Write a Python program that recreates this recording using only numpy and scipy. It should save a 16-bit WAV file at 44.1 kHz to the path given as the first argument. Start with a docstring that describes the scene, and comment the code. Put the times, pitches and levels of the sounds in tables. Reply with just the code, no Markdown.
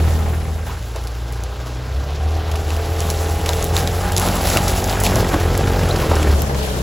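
"""A utility vehicle on rubber tracks drives through a snowy forest. It opens at steady revs: the V-twin
booms, growls and barks through the exhaust; tracks rumble, cleats clatter, snow crunches.
From 1 s it approaches and speeds up, and frozen branches snap under it, most densely at 3.5-5 s.
From 5 s it runs close alongside, knocking over bumps and flinging frozen lumps at its panels.
The revs fall; at 6.35 s the sound cuts abruptly to a wider, more echoing shot."""
import sys
import numpy as np
from scipy import signal
from scipy.fft import rfft, irfft
from scipy.io import wavfile
from scipy.ndimage import uniform_filter1d

SR = 44100
rng = np.random.default_rng(int(sys.argv[2]) if len(sys.argv) > 2 else 0)


def log_audio(samples):
    """Write samples as a 16-bit WAV file to the path given in sys.argv[1]."""
    # one column per channel
    frames = np.atleast_2d(samples).T
    # limit to full scale, then quantise
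    limited = np.clip(frames, -1, 1)
    pcm = np.round(limited * 32767).astype(np.int16)
    wavfile.write(sys.argv[1], SR, pcm)


N = 300762
TIME = np.arange(N) / SR

# four-stroke cycle rate: time_s, cycle_hz
REVS = [(.5,27),(1.15,29.7),(1.35,29.1),(1.88,31.4),(2.0,34.1),(2.33,39.2),(2.73,39.2),(2.89,40.8),(3.2,40.1),(3.4,40.7),(3.63,40.5),(4.09,45.6),(4.26,45.6),(4.4,44.4),(4.5,45.2),(4.8,46.3),(5.06,48.4),(5.4,42),(5.62,46),(5.8,45.8),(5.94,42.6),(6.36,35.6),(6.82,31.3)]
# drive-by path: time_s, distance_m
PATH = [(.9,33.4),(1.8,23),(2.5,11.8),(3.2,9.8),(4.0,6.2),(5.2,5.2),(6.15,3.5),(6.45,4.16),(6.82,4.5)]
# aspect of the vehicle: time_s, nearness (0 far, 0.5 head-on, 1 alongside)
ASPECT = [(0,1),(.5,1),(.85,0),(3.7,0),(4.1,.5),(4.8,.5),(5.4,1)]
# boom overtones: cycle_multiple, far_db, head_on_db, alongside_db, after_cut_db
BOOM_ORDERS = [(3,-9,-17.5,-5.5,-21),(4,-4.5,-4.5,-6.5,-4.5),(5,-32,-15,-13,-22),(6,-43,-15.5,-12,-8)]
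# brief swells and dips of the boom: centre_s, half_length_s, gain_db
BOOM_SURGES = [(1.88,0.022,-8),(1.98,0.073,5.5),(2.292,.07,2.5),(2.417,0.026,-4),(2.786,0.034,1),(3.398,0.036,-5),(3.67,.035,-13),(3.878,0.041,0.5),(4.404,0.031,-1),(4.803,0.5,-5),(5.28,0.045,-6),(6.043,0.031,-12),(6.13,0.03,4.5),(6.334,0.064,9)]
# engine block orders: cycle_multiple, far_db, head_on_db, alongside_db, after_cut_db
GROWL_ORDERS = [(7,-22,-22,-21,-14),(8,-6,-7.5,-3,-15),(9,-14,-11.5,-8,-17),(10,-5.5,-15.5,-6.5,-14),(11,-7.5,-11,-6,-7.5),(12,-11,-17,-11,-8),(13,-11,-9,-11,-11),(14,-6.5,-11,-10.5,-6),(15,-19,-16,-16,-12),(16,-11,-10,-13,-13),(17,-6,-12,-12,-9),(18,-11.5,-7.5,-13,-8),(19,-11,-19,-17,-11),(20,-8,-19,-16,-13),(21,-15,-20,-18,-20),(27,-17,-19,-20,-24),(30,-20,-19,-16,-24),(36,-23,-17,-17,-24)]
# airbox resonances: pitch_hz, width_hz, gain_db
AIRBOX_MODES = [(447,60,7.5),(745,30,5),(815,45,6)]
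# exhaust resonances: pitch_hz, width_hz, far_db, head_on_db, alongside_db
PIPE_MODES = [(232,61,-26,13,-18),(350,61,-3,-10,-5),(431,18,3,-9,4.5),(580,410,-18,-3,-30),(700,170,-11.5,-19,-17),(758,68,-3,-27,-4.5),(816,48,2,3.5,1),(1020,510,-10,-5,-35),(1600,64,-3.5,12,-6)]
# belt shake: frequency_hz, density_db
SHAKE_SPECTRUM = [(25,-28),(40,-19),(58,2),(100,-8.5),(140,-11),(220,-44),(500,-64)]
# frame rumble: frequency_hz, density_db
RUMBLE_SPECTRUM = [(60,-8),(130,3),(240,-3.5),(450,-6.5),(800,-11),(1200,-15.5),(2500,-26)]
# cleat clatter: frequency_hz, density_db
CLATTER_SPECTRUM = [(300,-1),(600,-2),(1000,2.5),(1600,-2.5),(2200,-7.5),(4000,-12),(9000,-50)]
# snow crunch: frequency_hz, density_db
SNOW_SPECTRUM = [(700,13),(1500,-18),(2600,4),(4000,0),(6000,1.5),(8500,-3.5),(12000,1.5),(14000,-4.5),(16000,-48)]
# drops into ruts: start_s, length_s, rumble_gain_db
RUT_DROPS = [(3.493,0.049,-1),(4.22,0.086,6),(4.53,0.056,7.5),(5.093,0.042,7),(5.144,0.11,4.5),(5.302,0.032,11),(6.085,0.016,6)]
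# crushed heaps of brush or crust: start_s, length_s, crunch_gain_db, clatter_gain_db
HEAPS = [(0.638,0.1,3.5,5),(0.95,0.027,5,2),(2.983,0.25,2.5,1.5),(3.443,0.16,3.5,2),(3.725,0.062,6.5,5.5),(4.159,0.26,5,3.5),(4.414,0.15,8.5,4),(4.54,0.022,6,8),(4.648,0.063,6.5,-7),(4.742,0.054,5.5,-4),(4.868,0.043,7.5,4),(5.011,0.044,10,-2),(5.037,0.013,7,8),(5.135,0.033,6,1),(5.31,0.016,6.5,-3),(6.15,0.084,2,-1.5),(6.557,0.22,3,0)]
# brushwood under the tracks: time_s, twig_gain_db
BRUSHWOOD = [(.55,-6),(1.0,-17.5),(2.2,-30.5),(3.0,-5.5),(5.1,-6.5),(5.5,-14),(6.32,-12.5),(6.38,-13),(6.7,-18.5)]
# breaking branches: start_s, peak_db, pitch_hz, tearing_db
BRANCH_SNAPS = [(0.96, -20, 2150, 12), (1.072, -21, 4500, -4), (1.3246, -21, 11200, -8),
                (1.437, -17.5, 6550, -19), (1.6694, -25, 4160, 5), (2.515, -16, 3020, 9),
                (2.556, -18.5, 2800, 0), (2.704, -15, 2660, -16), (2.765, -18, 2630, -10),
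                (3.005, -7, 5100, -15), (3.1012, -8.5, 6950, -4), (3.46, -6, 2280, 13),
                (3.491, -5.5, 3680, -20), (3.5328, -13, 3540, -21), (3.626, -10, 6500, -21),
                (3.643, -3.5, 11800, -22), (3.65, -14, 11000, -23), (3.766, -3.5, 3770, -28),
                (3.777, -10, 5000, -10), (3.786, -18, 2400, -10), (3.799, -23, 4450, -14),
                (3.8743, -6, 3960, -12), (4.121, -8.5, 10400, -18), (4.165, -4.5, 6200, -7),
                (4.1752, -4.5, 6640, -12), (4.1802, -2.5, 5700, -16), (4.1977, -6.5, 7050, -19),
                (4.2664, -10, 10900, -20), (4.286, -8, 3220, -22), (4.3547, -10, 10800, -4),
                (4.4532, -14, 4780, -10), (4.4718, -12, 5260, -18), (4.537, -14, 4240, -20),
                (4.5012, -7, 5570, -10), (4.5711, -1.5, 2800, -18), (4.5757, -13, 2140, -14),
                (4.6806, -9, 6000, -5), (4.842, -8, 6650, -13), (4.8964, -10.5, 4670, -11),
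                (5.001, -8.5, 11900, 0), (5.037, -1, 12000, -18), (5.065, -5.5, 2540, -6),
                (5.157, -6.5, 6060, -10), (5.577, -7, 11600, -12), (5.888, -13, 3200, 16),
                (6.155, -12, 5840, 1), (6.228, -15.5, 2480, 1), (6.42, -6, 11900, -28)]
# dragged branches: start_s, length_s, from_hz, to_hz, level_db
BRANCH_SCRAPES = [(0.652,0.1,515,1980,-34),(5.885,0.04,3060,4360,-27)]
# suspension knocks: start_s, level_db
BUMPS = [(.954,-17),(.963,-14),(3.495,-6),(3.765,-13),(4.559,-3),(5.068,-6),(5.162,-2),(5.335,-8),(6.113,1.5)]
# chassis modes: pitch_hz, level_db, t60_s
CHASSIS_MODES = [(125,-12,.09),(230,-7,.08),(450,-2,.05),(560,-2,.05),(660,-1,.05),(960,-4,.04),(1350,-7,.03)]
# track slaps: start_s, level_db, pitch_hz, t60_s
TRACK_SLAPS = [(5.07,-7,186,0.18),(5.131,-5.5,114,0.23),(5.178,-10,113.5,0.22),(5.33,-9,297,0.18),(5.615,-24,477,0.054),(5.645,-18,127,0.11),(6.111,-5,149,0.085)]
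# frozen lumps on the panels: start_s, peak_db, pitch_hz
LUMP_HITS = [(4.899,-15,1200),(5.203,-22,1700),(5.2448,-14.5,1670),(5.3282,-18,1240),(5.341,-18,1350),(5.399,-20,2200),(5.5181,-23,1230),(5.551,-15,2400),(5.672,-17.5,2590),(5.7341,-15.5,1380),(5.76,-21,1500),(5.7925,-23,1650),(5.8334,-21,2500),(5.959,-14,1550),(6.001,-21,1240),(6.022,-18.5,1600),(6.228,-19,1270),(6.5456,-21,1630)]
# left-right correlation of track noise: frequency_hz, opening, approaching, after_cut
CORRELATION = [(60,0.51,0.99,0.97),(250,0.97,0.99,0.85),(700,0.57,0.9,0.65),(1540,0.84,0.98,0.1),(2240,0.77,1,0.45),(5000,0.58,1,0.12),(11900,1,0.98,0.63)]
# phase between the microphone ports: frequency_hz, left_lead_rad
PORT_PHASE = [(20,0),(600,.08),(1550,.5),(2100,0),(7500,0),(8600,-3.1),(9400,-3.2),(10400,-6.28),(11700,-6.28),(12900,-9.4),(13750,-9.45),(14600,-12.57),(16400,-12.57)]

# level laws: opening_db, close_db, loss_db_per_doubling, rev_db_per_hz, after_cut_db
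BOOM = (-15, -22, 0.96, 0.12, -2)
LOPE = (-28, -25, 5.5, 0.57, -5)
OVERTONES = (-24.5, -25, 2, 0.08, 0.5)
BARK = (-40, -27, 4.5, -0.62, 1)
BLOCK = (-30.5, -23.8, 4.2, 0.25, -2)
BELTS = (-27, -23.5, 4, -0.02, -5)
FRAME = (-32, -27.5, 6.5, 0, -1.5)
CLEATS = (-33, -31, 3.5, 0.04, -5.5)
CRUNCH = (-38.5, -33.5, 3, 0.04, -0.5)

CRUISE_HZ, FADE_S, CUT_S = 39.6, (0.0074, 0.87), 6.35
SILENCER_HZ, SILENCER_WIDTH_HZ, SILENCER_BOOM_DB, SILENCER_OVERTONE_DB = 76.55, 9.1, 4, -10.5


def engine(cycle_hz, near):
    """One crankshaft drives all voices. Returns the cycle count and [boom, growl + bark]."""
    cycles = np.cumsum(cycle_hz * (1 + .0015 * drift(10))) / SR
    return cycles, np.array([boom(cycles, cycle_hz), growl(cycles, cycle_hz, near) + bark(cycles)])


def boom(cycles, cycle_hz, lift_width_hz=36):
    """Low orders leave the tailpipe as tones; silencer resonance swells the boom and cuts overtones."""
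    firing_hz = 2 * curve(REVS)
    in_tune = bell(firing_hz, SILENCER_HZ, SILENCER_WIDTH_HZ)
    surge_db = sum(db * np.exp(-((TIME - centre_s) / half_s) ** 2)
                   for centre_s, half_s, db in BOOM_SURGES)
    boom_db = loudness_db(BOOM) + SILENCER_BOOM_DB * in_tune + surge_db
    overtone_db = loudness_db(OVERTONES) + SILENCER_OVERTONE_DB * in_tune
    out = from_db(boom_db + drift(21)) * np.sin(4 * np.pi * cycles)
    out += from_db(loudness_db(LOPE) - 1 + 0.5 * drift(21)) * np.sin(2 * np.pi * cycles)
    for multiple, *aspect_db in BOOM_ORDERS:
        lift_db = SILENCER_BOOM_DB * bell(multiple * cycle_hz, SILENCER_HZ, lift_width_hz)
        level_db = overtone_db + by_aspect(curve(ASPECT), aspect_db) + lift_db + 2.7 * drift(8.5)
        out += from_db(level_db) * np.sin(2 * np.pi * multiple * cycles)
    return np.sqrt(2) * out


def growl(cycles, cycle_hz, near, flutter_db=2.4, shudder_rad=.25):
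    """The block's middle orders flutter, and swell under load and at the airbox resonances."""
    slack_db = .3 * np.minimum(cycle_hz - CRUISE_HZ, 0) * (1 - near)
    out = 0
    for multiple, *aspect_db in GROWL_ORDERS:
        airbox_db = sum(db * bell(multiple * cycle_hz, hz, width_hz) for hz, width_hz, db in AIRBOX_MODES)
        level_db = by_aspect(near, aspect_db) + slack_db * multiple / 20
        level_db += airbox_db * (1 - .55 * near ** 2)
        wander_rad = .6 * drift(.8) + shudder_rad * (1 + near ** 2 / 2) * drift(30)
        phase_rad = 2 * np.pi * multiple * cycles + wander_rad - .05 * multiple ** 2
        out += from_db(level_db + flutter_db * drift(8.2)) * np.sin(phase_rad)
    return from_db(loudness_db(BLOCK) - 5.5) * np.sqrt(2) * out


def bark(cycles, second_db=-7, second_cycles=.53, uneven_db=5, jitter_s=.00006, echo_s=0.008785):
    """Two unevenly spaced firings a cycle, each with a puff of gas noise, ring the exhaust pipe."""
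    pulses, puffs = np.zeros((2, N))
    for offset, level_db in [(0, 0), (second_cycles, second_db)]:
        at = np.interp(np.arange(1, int(cycles[-1]) - 1) + offset, cycles, np.arange(N))
        timing, strength = rng.standard_normal((len(at), 2)).T
        at = np.clip(at + jitter_s * SR * timing, 0, N - 1).astype(int)
        pulses[at] += from_db(level_db + uneven_db * strength)
        puffs += from_db(level_db) * np.exp(-((cycles - offset) % 1) / 0.21)
    drive = rms_one(pulses) + .18 * rms_one(puffs * rng.standard_normal(N))
    drive += 0.51 * np.roll(drive, int(echo_s * SR))  # reflection off the pipe end
    pipe = 0
    for k, (hz, width_hz, *aspect_db) in enumerate(PIPE_MODES):
        gain = from_db(np.interp(curve(ASPECT), [0, .5, 1], aspect_db))
        pipe += (-1) ** k * gain * resonance(drive, hz, width_hz)
    running_rms = np.sqrt(uniform_filter1d(pipe ** 2, SR // 5) + 1e-12)
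    return from_db(loudness_db(BARK) - 9.5) * pipe / running_rms


def tracks(cycles):
    """Belts shake the chassis, the frame rumbles, cleats clatter over the wheels, snow gives way."""
    crush_db, rattle_db = heap_gains_db()
    rut_db = sum(db * swell(start_s, length_s) for start_s, length_s, db in RUT_DROPS)
    shake = coloured(rng.standard_normal((2, N)), SHAKE_SPECTRUM, flicker_db=-0.5)
    rumble = coloured(grains(2500, 3.83), RUMBLE_SPECTRUM, flicker_db=3)
    clatter = coloured(grains(4000, 2.06), CLATTER_SPECTRUM, flicker_db=2)
    throb = 1 + .3 * curve(ASPECT) * np.cos(2 * np.pi * cycles - 1.2)  # once per engine cycle
    return (from_db(loudness_db(BELTS) + 0.8) * shake
            + from_db(loudness_db(FRAME) + rut_db + 3) * rumble
            + from_db(loudness_db(CLEATS) + rattle_db + 1.5) * throb * clatter
            + snow_crunch(crush_db))


def snow_crunch(crush_db, treble_hz=6300):
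    """Snow collapses in clumps of grains; without brushwood it is soft and loses its treble."""
    clumps = from_db(4.2 * np.minimum(drift(24), 1.5))
    crushed = 0.55 * clumps * grains(1300, 2.16) + 0.95 * rng.standard_normal((2, N))
    crunch = coloured(crushed, SNOW_SPECTRUM, flicker_db=1.5)
    crunch *= from_db(loudness_db(CRUNCH) + crush_db + 3)
    hz = np.fft.rfftfreq(N, 1 / SR)
    treble = irfft(rfft(crunch) * (1 - 1 / (1 + (hz / treble_hz) ** 8)), N)
    treble_db = 0.39 * (curve(BRUSHWOOD) + 10)
    return crunch + treble * (from_db(treble_db) - 1)


def snaps(crack_cycles=2.2, splinter_s=0.0081, broad_db=-6):
    """A branch breaks with one sharp crack, shorter for thinner wood; then fibres tear."""
    out, t = np.zeros(N + SR), np.arange(SR // 10) / SR
    for start_s, peak_db, hz, tearing_db in BRANCH_SNAPS:
        noise, fibres = rng.standard_normal((2, len(t)))
        age = t * hz / crack_cycles
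        split = age * np.exp(1 - age)
        tearing = from_db(tearing_db) * rms_one(fibres ** 3) * np.exp(-t / splinter_s)
        burst = split * np.sign(noise) + tearing
        crack = band(burst, hz / 1.56, hz * 1.62, order=1)
        crack += from_db(broad_db) * band(burst, max(2200, hz / 2), 11500)
        crack += 0.64 * split * np.sin(2 * np.pi * hz * t)  # the broken ends ring
        add_hit(out, crack, start_s, peak_db)
    return out[:N]


def knocks(rattle_db=-9, rattle_s=.009, far_bass_db=-14):
    """The suspension hits the frame, which rings and rattles; from afar its low modes are lost."""
    out, t = np.zeros(N + SR), np.arange(SR // 5) / SR
    for start_s, level_db in BUMPS:
        bass_db = far_bass_db * (1 - np.interp(start_s, *np.transpose(ASPECT)))
        ring = 0
        for k, (hz, db, t60_s) in enumerate(CHASSIS_MODES):
            mode_db = db + bass_db * (hz < 300) + rng.normal(0, 2.2)
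            ring += (-1) ** k * from_db(mode_db - 60 * t / t60_s) * np.sin(2 * np.pi * hz * t)
        rattle = rms_one(band(rng.standard_normal(len(t)), 330, 1700)) * np.exp(-t / rattle_s)
        add_hit(out, ring + from_db(rattle_db) * rattle, start_s, level_db - 8.5)
    return out[:N]


def slaps(rise_s=0.019):
    """A track slaps into a hollow with a short, low boom."""
    out = np.zeros(N)
    for start_s, level_db, hz, t60_s in TRACK_SLAPS:
        age_s = np.maximum(TIME - start_s, 0)
        envelope = from_db(level_db - 60 * age_s / t60_s) * (1 - np.exp(-age_s / rise_s))
        out += envelope * np.sin(2 * np.pi * hz * age_s)
    return out


def lumps(clack_s=0.004, crumble_s=0.0069, crumble_db=-5):
    """A frozen lump flung off the track clacks against a panel and crumbles."""
    out, t = np.zeros(N + SR), np.arange(SR // 20) / SR
    for start_s, peak_db, hz in LUMP_HITS:
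        contact, crumbs = rng.standard_normal((2, len(t)))
        clack = rms_one(resonance(contact, hz, hz / 2)) * np.exp(-t / clack_s)
        crumble = rms_one(band(crumbs * np.abs(crumbs), 2100, 6400)) * np.exp(-t / crumble_s)
        add_hit(out, clack + from_db(crumble_db) * crumble, start_s, peak_db)
    return out[:N]


def twigs(sizes=16, q=8):
    """Twigs crackle under the cleats, each size ringing at its own pitch."""
    clicks = grains(per_s=190, spread_db=1.5)[0]
    size = rng.integers(0, sizes, N)
    pitches_hz = np.geomspace(1700, 8000, sizes) * rng.uniform(0.955, 1.04, sizes)
    rings = sum(resonance(clicks * (size == k), hz, hz / q) / np.sqrt(hz)
                for k, hz in enumerate(pitches_hz))
    return from_db(loudness_db(CRUNCH) + heap_gains_db()[0] + curve(BRUSHWOOD)) * rms_one(rings)


def scrapes(waver=0.054):
    """Wood rubs on rubber; the rough pitch rises as the branch bends."""
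    out = np.zeros(N)
    for start_s, length_s, from_hz, to_hz, level_db in BRANCH_SCRAPES:
        progress = np.clip((TIME - start_s) / length_s, 0, 1)
        hz = from_hz * (to_hz / from_hz) ** progress * (1 + waver * drift(250))
        envelope = from_db(level_db) * np.sin(np.pi * progress) * drift(180)
        out += envelope * np.sin(2 * np.pi * np.cumsum(hz) / SR)
    return out


def forest(x, t60_s=0.38, trunks=60):
    """Scattered, dull echoes off the trunks, different for each ear."""
    out = np.zeros((2, N))
    for ear in out:
        for delay_s, size in zip(rng.uniform(0.00829, 0.37, trunks), rng.normal(0, 1, trunks)):
            lag = int(delay_s * SR)
            ear[lag:] += size * from_db(-60 * delay_s / t60_s) * x[:N - lag]
    return band(out, 190, 7000, order=1) / np.sqrt(trunks)


def loudness_db(law, close_m=4, working_hz=40):
    """Opening level, fading into one set by distance and revs, with a step at the cut."""
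    opening_db, close_db, loss_db, rev_db_per_hz, after_cut_db = law
    doublings = np.log2(curve(PATH) / close_m)
    extra_hz = curve(REVS) - working_hz
    driving_db = close_db - loss_db * doublings + rev_db_per_hz * extra_hz + after_cut_db * after_cut()
    return 20 * np.log10(np.hypot((1 - fade()) * from_db(opening_db), fade() * from_db(driving_db)))


def fade():
    """0 in the opening, 1 in the drive-by."""
    return np.interp(TIME, FADE_S, [0, 1])


def after_cut():
    """0 before the cut to the wider shot, 1 after."""
    return np.clip((TIME - CUT_S) / 0.015 + .5, 0, 1)


def by_aspect(near, aspect_db):
    """Blend the far, head-on, alongside and after-cut levels."""
    return np.interp(near + after_cut(), [0, .5, 1, 2], aspect_db)


def from_left(x, lag_s=0.00031):
    """After the cut, the engine is heard slightly from the left, reaching the right ear later."""
    delayed = np.interp(TIME - lag_s, TIME, x)
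    return np.array([x, x + after_cut() * (delayed - x)])


def heap_gains_db():
    """What the heap under the tracks adds to crunch and to clatter."""
    return np.max([np.outer(gains_db, swell(start_s, length_s))
                   for start_s, length_s, *gains_db in HEAPS], axis=0)


def swell(start_s, length_s, attack_s=0.037, release_s=0.035):
    """Linear attack, hold, exponential release."""
    age_s = TIME - start_s
    return np.clip(age_s / attack_s, 0, 1) * np.exp(-np.maximum(age_s - length_s, 0) / release_s)


def grains(per_s, spread_db):
    """Two trains of random, uneven clicks; rms 1."""
    sizes = from_db(spread_db * np.minimum(rng.exponential(1, (2, N)), 5))
    return rms_one(sizes * rng.choice([-1, 1], (2, N)) * (rng.random((2, N)) < per_s / SR))


def coloured(drive, spectrum, flicker_db):
    """Shape two excitations into stereo, in flickering half-octave bands; rms 1."""
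    out, stage = 0, fade() ** 2 + after_cut()
    edges_hz = 22 * 2 ** (np.arange(21) / 2)
    for k, (low_hz, high_hz) in enumerate(zip(edges_hz, edges_hz[1:])):
        hz = np.sqrt(low_hz * high_hz)
        if spectrum[0][0] < high_hz and low_hz < spectrum[-1][0]:
            mid, side = band(drive, low_hz, high_hz) * (-1) ** k
            alike = np.interp(stage, [0, 1, 2], [at_hz(CORRELATION, hz, column) for column in (1, 2, 3)])
            alike = np.clip(alike, 0, 1)
            gain = from_db(at_hz(spectrum, hz) + flicker_db * drift(15))
            out += gain * (np.sqrt(1 + alike) * mid + np.sqrt(1 - alike) * side * [[1], [-1]])
    return rms_one(out)


def drift(rate_hz):
    """Smooth random wander, rms about 1."""
    pole = np.exp(-80 * np.pi * rate_hz / SR)
    noise = rng.standard_normal(N // 40 + 2002)
    slow = signal.lfilter([1], [1, -2 * pole, pole * pole], noise)[2000:]
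    return np.interp(np.arange(N) / 40, np.arange(len(slow)), rms_one(slow))


def band(x, low_hz, high_hz, order=2):
    """Butterworth band-pass."""
    edges_hz = [min(low_hz, .4 * SR), min(high_hz, .46 * SR)]
    return signal.sosfilt(signal.butter(order, edges_hz, "band", fs=SR, output="sos"), x + 1e-18)


def resonance(x, hz, width_hz):
    """Two-pole resonator, peak gain 1."""
    r = np.exp(-np.pi * width_hz / SR)
    feedback = [1, -2 * r * np.cos(2 * np.pi * hz / SR), r * r]
    return signal.lfilter(np.array([1, 0, -1]) * (1 - r * r) / 2, feedback, x + 1e-18)


def bell(hz, centre_hz, width_hz):
    """Resonance curve, 1 at the centre."""
    return 1 / (1 + ((hz - centre_hz) / (width_hz / 2)) ** 2)


def add_hit(out, hit, start_s, peak_db):
    """Mix in a hit at a given peak level."""
    at = int(start_s * SR)
    out[at:at + len(hit)] += from_db(peak_db) * hit / np.abs(hit).max()


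def curve(rows):
    """Read a table at every sample."""
    return np.interp(TIME, *np.transpose(rows))


def at_hz(rows, hz, column=1):
    """Read a table on a log-frequency axis."""
    rows = np.array(rows)
    return np.interp(np.log(hz), np.log(rows[:, 0]), rows[:, column])


def from_db(db):
    """Decibels to gain."""
    return 10 ** (np.asarray(db) / 20)


def rms_one(x):
    """Scale to rms 1."""
    return x / np.sqrt(np.mean(x ** 2) + 1e-20)


def scene():
    """Engine, tracks and breaking wood among the trees; after the cut, more echo and slightly left."""
    _, cruising = engine(CRUISE_HZ, near=0)
    cycles, driving = engine(curve(REVS), curve(ASPECT))
    share = fade() ** 4
    bass, mids = np.sqrt(1 - share) * cruising + np.sqrt(share) * driving
    contacts = snaps() + twigs() + scrapes() + knocks() + lumps() + slaps()
    echoes = from_db(-6.5 + 10.7 * after_cut()) * forest(mids)
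    balance = from_db(0.69 * after_cut() * np.array([[1], [-1]]))
    return (bass + from_left(mids) + contacts + tracks(cycles) + echoes) * balance


def record(dry, low_cut_hz=33, high_cut_hz=15900, ceiling=.85):
    """The microphone ports part in phase in the treble; then low cut, soft clip, high cut."""
    hz = np.fft.rfftfreq(N, 1 / SR)
    twist = np.exp(.5j * np.interp(hz, *np.transpose(PORT_PHASE)) * np.array([[1], [-1]]))
    heard = irfft(rfft(dry) * twist, N)
    heard = signal.sosfilt(signal.butter(4, low_cut_hz, "high", fs=SR, output="sos"), heard)
    heard = heard / (1 + (heard / ceiling) ** 8) ** (1 / 8)
    return irfft(rfft(heard) / np.sqrt(1 + (hz / high_cut_hz) ** 200), N)


dry = scene()
out = record(dry)
log_audio(out)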